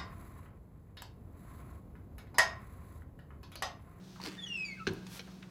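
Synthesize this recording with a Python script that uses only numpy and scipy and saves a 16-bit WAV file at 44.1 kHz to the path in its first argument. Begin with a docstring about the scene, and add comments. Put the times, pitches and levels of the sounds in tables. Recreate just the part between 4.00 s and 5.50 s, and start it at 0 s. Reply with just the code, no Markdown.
"""In a quiet, humming house a pantry door is worked open. The latch bolt scrapes and judders back in short slips of
filtered noise. A dry hinge sings a falling stick-slip squeak, a sum of unsteady harmonics, and drops to a lower note.
Then the latch clacks, as noise cracks with ringing metal modes, and sets the wooden panel booming in its own modes.
Something brushes along the door and the hardware ticks a few more times, as band-limited noise bursts."""
import sys
import numpy as np
from scipy import signal
from scipy.fft import rfft, irfft
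from scipy.io import wavfile
from scipy.ndimage import uniform_filter1d

SR = 44100
rng = np.random.default_rng(int(sys.argv[2]) if len(sys.argv) > 2 else 0)


def pcm_store(signal):
    """Save signal as 16-bit PCM."""
    levels = np.round(np.clip(np.atleast_2d(signal), -1, 1) * 32767)
    wavfile.write(sys.argv[1], SR, levels.astype(np.int16).T)


N = 66150
T = np.arange(N) / SR  # time in seconds


def from_db(db):
    """Logarithmic level: decibels become an amplitude gain."""
    return 10 ** (np.asarray(db) / 20)


def rms_one(x):
    """Effective value: scale a signal to unit rms."""
    return x / np.sqrt(np.mean(x ** 2) + 1e-20)


def in_time(rows):
    """Linear interpolation: join the rows of a curve by straight lines, one signal per column after the time."""
    seconds, *columns = np.transpose(rows)
    return [np.interp(T, np.sort(seconds), column) for column in columns]


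def during(rows):
    """Gating: one while a curve lasts, zero outside, with edges smoothed over 200 samples."""
    inside = (T > rows[0][0]) & (T < rows[-1][0])
    return uniform_filter1d(1. * inside, size=200)


def filtered(x, hz, kind, order=2):
    """Linear filtering: a Butterworth response, maximally flat in its passband."""
    edges_hz = np.clip(hz, 10, .45 * SR)
    sections = signal.butter(order, edges_hz, kind, fs=SR, output="sos")
    return signal.sosfilt(sections, x + 1e-18)


def drift(rate_hz):
    """Random modulation: low-passed noise of unit rms, taken after the filter has settled."""
    wander = filtered(rng.standard_normal(2 * N), rate_hz, "low")
    return rms_one(wander[N:])


def noise(colour):
    """Spectral shaping: white noise weighted along a curve over log frequency, at unit rms."""
    hz, db = np.transpose(colour)
    bins_hz = np.maximum(np.fft.rfftfreq(N, 1 / SR), 1)
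    weight = from_db(np.interp(np.log(bins_hz), np.log(hz), db))
    return rms_one(irfft(rfft(rng.standard_normal(N)) * weight, N))


def dying(start, t60):
    """Exponential decay: instant attack, then a fall of 60 dB in t60 seconds."""
    return (T >= start) * from_db(-60 * np.maximum(T - start, 0) / t60)


def swell(start, rise_s):
    """Exponential build-up: from zero towards one with the time constant rise_s."""
    return 1 - np.exp(-np.maximum(T - start, 0) / rise_s)


def ring(start, modes, spread_db):
    """Modal superposition: decaying sines, each with a slightly different strength at every blow."""
    out, first = np.zeros(N), round(start * SR)
    for k, (hz, db, t60) in enumerate(modes):
        t = T[:min(round(2 * t60 * SR), N - first)]
        level_db = db + spread_db * rng.standard_normal() - 60 * t / t60
        sign = (-1) ** k  # neighbouring modes start in opposite directions
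        out[first:first + len(t)] += sign * from_db(level_db) * np.sin(2 * np.pi * hz * t)
    return out


# Steady hum of the house. Each row: frequency in Hz, mean level in dB rms.
HUM = [(59.5, -67.5), (119.7, -63.5), (165, -62), (187.8, -54.5), (358, -69.5)]
# Spectrum of the still air. Each row: frequency in Hz, relative density in dB per Hz.
AIR_COLOUR = [(20, -15), (45, -3.5), (90, -1), (180, 3.5), (260, -3), (390, -6), (520, -12.5), (800, -14.5),
              (1500, -17.5), (3800, -29), (5800, -35.5), (8000, -31.5), (16000, -47)]
AIR_DB = -56  # rms
HUM_WAVER_DB, HUM_WAVER_HZ = 1.6, 8


def house():
    """Superposition of tones and noise: wavering hum lines lie over still air."""
    hum = 0
    for hz, db in HUM:
        strength = from_db(db + HUM_WAVER_DB * drift(HUM_WAVER_HZ))
        hum = hum + strength * np.sin(2 * np.pi * (hz * T + rng.random()))
    return np.sqrt(2) * hum + from_db(AIR_DB) * noise(AIR_COLOUR)


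ROOM_EVEN_HZ = 300  # width of the spectral average


def evened(tail):
    """Spectral smoothing: level the peaks and dips of a tail, so that no single tone lingers."""
    spectrum = rfft(tail)
    size = np.abs(spectrum) + 1e-12
    smooth_size = uniform_filter1d(size, size=round(ROOM_EVEN_HZ * N / SR))
    return irfft(spectrum / size * smooth_size, N)


# Reflections from nearby walls. Each row: delay in seconds, gain as an amplitude ratio.
ECHOES = [(.0043, 0.057), (0.0107, 0.35), (0.0202, .14)]
ROOM_DB, ROOM_SPLIT_HZ = -13.5, 4700
ROOM_T60_S, ROOM_TREBLE_T60_S = 0.55, 0.14  # below and above the split


def room(x):
    """Reverberation: a few wall echoes and a diffuse tail whose treble dies first."""
    white = rng.standard_normal(N)
    low_tail = filtered(white, ROOM_SPLIT_HZ, "low") * dying(0.0013, ROOM_T60_S)
    treble_tail = filtered(white, ROOM_SPLIT_HZ, "high") * dying(0.008, ROOM_TREBLE_T60_S)
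    tail = evened(low_tail - treble_tail)
    echoes = sum(gain * np.interp(T - delay, T, x, left=0) for delay, gain in ECHOES)
    diffuse = signal.fftconvolve(x, tail / np.linalg.norm(tail))[:N]
    return x + echoes + from_db(ROOM_DB) * diffuse


GRAINS_HZ = 300  # bandwidth of the catching and letting go


def rubbing(level, colour, grain_db):
    """Sliding friction: coloured noise whose strength fluctuates as the surfaces catch and let go."""
    hiss = noise(colour)
    grain = from_db(grain_db * np.minimum(drift(GRAINS_HZ), 2))
    return from_db(in_time(level)[0]) * during(level) * rms_one(hiss * grain)


# Soft rustle of handling. Each row: time in seconds, level in dB.
RUSTLE_LEVEL = [(0, -72.5), (.05, -65), (.15, -63.5), (.3, -71), (1.2, -67), (1.32, -65), (1.4, -68.5),
                (1.5, -73.5)]
# Its spectrum. Each row: frequency in Hz, relative density in dB per Hz.
RUSTLE_COLOUR = [(200, -5), (2200, -6.5), (3700, 4), (6200, 1), (8000, -11), (15000, -12)]


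def rustle():
    """Weak sliding friction: handling gives a soft, lightly grained noise."""
    return rubbing(RUSTLE_LEVEL, RUSTLE_COLOUR, grain_db=1)


# Brushing along the door. Each row: time in seconds, level in dB.
BRUSH_LEVEL = [(1.05, -74), (1.08, -66), (1.11, -56), (1.145, -51.5), (1.177, -51), (1.205, -69),
               (1.28, -74)]
# Its spectrum. Each row: frequency in Hz, relative density in dB per Hz.
BRUSH_COLOUR = [(200, -21), (600, -0.5), (2500, -0.5), (5000, -1.5), (8000, -6.5), (13000, -6),
                (16000, -14)]


def brush():
    """Light sliding friction: the brushing swells and fades with little grain."""
    return rubbing(BRUSH_LEVEL, BRUSH_COLOUR, grain_db=1)


# Sliding of the bolt. Each row: time in seconds, level in dB.
SCRAPE_LEVEL = [(.2, -55.5), (.232, -54), (.265, -44), (.285, -49), (.305, -54.5), (.335, -53), (.38, -65),
                (.5, -67), (.75, -66)]
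# Its spectrum. Each row: frequency in Hz, relative density in dB per Hz.
SCRAPE_COLOUR = [(100, -39), (230, -12), (310, 20.5), (450, 3.5), (700, 1), (1100, 6.5), (2200, 7.5),
                 (5000, -1), (7500, -4.5), (15000, -19)]


def scrape():
    """Rough sliding friction: the bolt makes a strongly grained noise."""
    return rubbing(SCRAPE_LEVEL, SCRAPE_COLOUR, grain_db=4.5)


# Dry knocks and ticks of knob and frame, and the narrow ring of the latch's first strike at 0.869 s. # Each
# row: start in seconds, peak level in dB, lowest and highest frequency in Hz, decay time t60 in seconds.
KNOCKS = [(.159, -46, 870, 1640, 0.13), (.199, -37, 895, 1170, 0.0085), (0.209, -51, 795, 1640, 0.037),
          (.2658, -42, 255, 1100, 0.017), (.273, -38, 288, 375, 0.049), (.869, -24.5, 1420, 1836, 0.014),
          (.935, -46, 6000, 15200, 0.011), (1.0666, -40.5, 850, 5870, 0.044), (1.196, -47, 420, 730, 0.064),
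          (1.2732, -48, 537, 1430, 0.13), (1.4283, -42, 1200, 2890, 0.018)]


def knocks():
    """Damped impact: each contact is a short burst in one band."""
    out = 0
    for start, db, low_hz, high_hz, t60 in KNOCKS:
        burst = filtered(rng.standard_normal(N) * dying(start, t60), [low_hz, high_hz], "band")
        out = out + from_db(db) * burst / np.abs(burst).max()
    return out


# The bolt catches and slips on the strike plate. Each row: start in seconds, level in dB.
BOLT_SLIPS = [(0.216, -41.5), (.2298, -45), (0.2378, -37), (.246, -41), (0.2533, -40), (0.2615, -38),
              (0.2726, -40), (0.2853, -42)]
# Spectrum of the rasp of each slip. Each row: frequency in Hz, relative density in dB per Hz.
SLIP_COLOUR = [(300, -2.5), (1300, -7.5), (3700, -8), (4300, 2.5), (5600, -3.5), (6800, -17), (16000, -23)]
SLIP_T60_S = .016


def bolt():
    """Intermittent friction: the bolt judders back in a run of short, bright slips."""
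    slips = sum(from_db(db) * dying(start, SLIP_T60_S) for start, db in BOLT_SLIPS)
    return noise(SLIP_COLOUR) * slips


# Blows that reach the wooden panel. Each row: start in seconds, level in dB.
THUMPS = [(0.264, -63), (0.8719, -27), (.904, -42), (1.1955, -64)]
# Modes of the panel. Each row: frequency in Hz, relative level in dB, decay time t60 in seconds.
PANEL_MODES = [(95.7, -6, 0.16), (165, -18.5, 1), (183.1, -17.5, 1.0), (214, 8, .05), (251, -16.5, 0.25),
               (331, -11, 0.2), (379.8, 1, 0.15), (397.4, -22.5, 0.47)]
# Spectrum of the dense rattle of door and frame. Each row: frequency in Hz, relative density in dB per Hz.
RATTLE_COLOUR = [(40, 5), (95, -1), (170, 5), (400, 5), (600, -10), (1000, -9.5), (2000, -25), (5000, -27),
                 (12000, -44)]
RATTLE_DB, RATTLE_T60_S, RATTLE_SWELL_S = -13, 0.54, 0.0022  # level relative to the blow
PANEL_SWELL_S, PANEL_SWELL_AT_HZ = 0.019, 101  # time constant of build-up for a mode at this frequency


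def panel():
    """Modal excitation: each blow sets off a few booming modes of the wooden door and a dense rattle."""
    out, grain = 0, noise(RATTLE_COLOUR)
    for start, thump_db in THUMPS:
        boom = 0
        for hz, db, t60 in PANEL_MODES:
            rise_s = PANEL_SWELL_S * (PANEL_SWELL_AT_HZ / hz) ** 2  # lower modes build up more slowly
            boom = boom + swell(start, rise_s) * ring(start, [(hz, db, t60)], spread_db=2)
        rattle = from_db(RATTLE_DB) * swell(start, RATTLE_SWELL_S) * dying(start, RATTLE_T60_S) * grain
        out = out + from_db(thump_db) * (boom + rattle)
    return out


# Latch contacts. Each row: start in seconds, level in dB, low-pass cutoff (brightness) in Hz.
LATCH_HITS = [(.869, -27, 4400), (0.8732, -26.5, 7440), (0.8766, -31.5, 4730), (1.194, -37.5, 6160),
              (1.1962, -38, 6040), (1.2016, -41.5, 5400), (1.4262, -44.5, 3750)]
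# Modes of the latch metal. Each row: frequency in Hz, relative level in dB.
LATCH_MODES = [(1515, -16), (2150, -15), (2490, -11), (2955, -15), (3170, -14), (3630, -14), (4113, -10)]
# Spectrum of the crack of a contact. Each row: frequency in Hz, relative density in dB per Hz.
CRACK_COLOUR = [(500, -8.5), (1500, 0), (4200, 0.5), (4900, -6), (5900, 0.5), (6800, -14.5), (16000, -17)]
LATCH_T60_S, CRACK_T60_S = .035, .017
CRACK_DB = -1.5  # relative to the contact


def latch():
    """Impact of metal parts: each contact is a dry broad crack with a brief modal ring."""
    out, modes = 0, [(hz, db, LATCH_T60_S) for hz, db in LATCH_MODES]
    for start, db, bright_hz in LATCH_HITS:
        crack = from_db(CRACK_DB) * dying(start, CRACK_T60_S) * noise(CRACK_COLOUR)
        metal = .5 * ring(start, modes, spread_db=2.5)
        out = out + from_db(db) * filtered(crack + metal, bright_hz, "low")
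    return out


# A rough whine under the squeak's start and a faint 2.2 kHz room resonance lingering at its end, one curve each.
# Each row of a curve: time in seconds, centre frequency in Hz, level in dB rms.
ROUGH_TONES = [
    [(.36, 1750, -78), (.378, 1800, -55), (.42, 1820, -64), (.48, 1907, -60), (.53, 1970, -76)],
    [(.745, 2230, -70), (.778, 2230, -55.5), (.82, 2290, -70)],
]
ROUGH_WIDTH_HZ = 92  # bandwidth of the modulating noise


def rough_tones():
    """Narrow-band noise: two random amplitudes in quadrature roughen each slowly rising tone."""
    out = 0
    for curve in ROUGH_TONES:
        hz, db = in_time(curve)
        phase = 2 * np.pi * np.cumsum(hz) / SR
        tone = drift(ROUGH_WIDTH_HZ) * np.sin(phase) + drift(ROUGH_WIDTH_HZ) * np.cos(phase)
        out = out + from_db(db) * during(curve) * tone
    return out


# Upper overtones of the squeak. Each row: multiple of the slip rate, level in dB relative to the upper level.
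OVERTONES = [(3, 0.5), (4, -11)]
JITTER, JITTER_HZ = 0.00315, 150  # rms fraction of the slip rate, bandwidth
SHIMMER_DB, SHIMMER_HZ = 1.6, 120  # rms flutter of each partial, bandwidth


def stick_slip(hz, fundamental_db, octave_db, upper_db):
    """Stick-slip oscillation: nearly periodic slips give harmonics, each of which flutters on its own."""
    unsteady_hz = hz * (1 + JITTER * drift(JITTER_HZ))
    phase = 2 * np.pi * np.cumsum(unsteady_hz) / SR
    partials = [(1, fundamental_db), (2, octave_db)]
    partials += [(round(multiple), upper_db + db) for multiple, db in OVERTONES]
    out = 0
    for multiple, db in partials:
        out = out + from_db(db + SHIMMER_DB * drift(SHIMMER_HZ)) * np.sin(multiple * phase)
    return np.sqrt(2) * out  # a sine of unit rms peaks at the root of two


# Slip rate of the hinge, falling in glides and sudden steps. Each row: time in seconds, rate in Hz.
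HINGE_PITCH = [(.375, 3610), (.411, 3512), (.427, 3404), (.462, 3285), (.469, 2962), (.51, 2825),
               (.563, 2695), (.569, 2623), (.642, 2518), (.651, 2358), (.689, 2270), (.77, 2010)]
# The long squeak flutters in loudness, and its overtones flare up after some of the pitch steps.
# Each row: time in seconds, levels of the fundamental, the octave and the upper overtones in dB.
HINGE_LEVEL = [(.372, -69, -90, -95), (.392, -46, -72, -92), (.413, -55.5, -77, -74),
               (.438, -39, -57.5, -73), (.458, -54, -64, -79), (.47, -47, -58.5, -84),
               (.493, -55.5, -52, -70), (.505, -41, -70, -76), (.53, -41.5, -57.5, -78),
               (.565, -38, -55, -81), (.575, -43.5, -63, -57), (.596, -41.5, -52, -68),
               (.61, -37, -55.5, -63.5), (.643, -41.5, -62, -80), (.653, -46.5, -44.5, -56.5),
               (.678, -54, -52, -63), (.69, -42, -65, -60), (.704, -49, -59, -96), (.72, -44.5, -56, -71),
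               (.75, -57.5, -80, -88), (.77, -78, -88, -99)]
# The lower note as the door slows.
# Each row: time in seconds, rate in Hz, levels of the fundamental, the octave and the upper overtones in dB.
LOW_SQUEAK = [(.772, 1612, -54.5, -75, -80), (.79, 1505, -60, -77, -89), (.803, 1328, -48, -51.5, -68),
              (.825, 1303, -47.5, -72, -86), (.855, 1255, -75, -80, -91)]
HINGE_TOP_HZ = 9600


def hinge():
    """Stick-slip friction at a varying slip rate: the long falling squeak, then the short low one."""
    high = stick_slip(*in_time(HINGE_PITCH), *in_time(HINGE_LEVEL)) * during(HINGE_LEVEL)
    low = stick_slip(*in_time(LOW_SQUEAK)) * during(LOW_SQUEAK)
    return filtered(high + low, HINGE_TOP_HZ, "low")


def scene():
    """Superposition: the door hardware sounds in its room; panel and house are added without reverberation."""
    friction = scrape() + brush() + rustle()
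    hardware = hinge() + rough_tones() + bolt() + latch() + knocks()
    return (room(hardware + friction) + panel() + house())[None]


LOW_CUT_HZ, CUTOFF_HZ = 38, 16000


def record(dry):
    """Band limiting: the microphone drops the deepest bass and an elliptic filter cuts the top steeply."""
    dry = filtered(dry, LOW_CUT_HZ, "high", order=3)
    # order 12, 0.1 dB passband ripple, 70 dB stopband attenuation
    steep = signal.ellip(12, .1, 70, CUTOFF_HZ, fs=SR, output="sos")
    return signal.sosfilt(steep, dry)


dry = scene()
out = record(dry)
pcm_store(out)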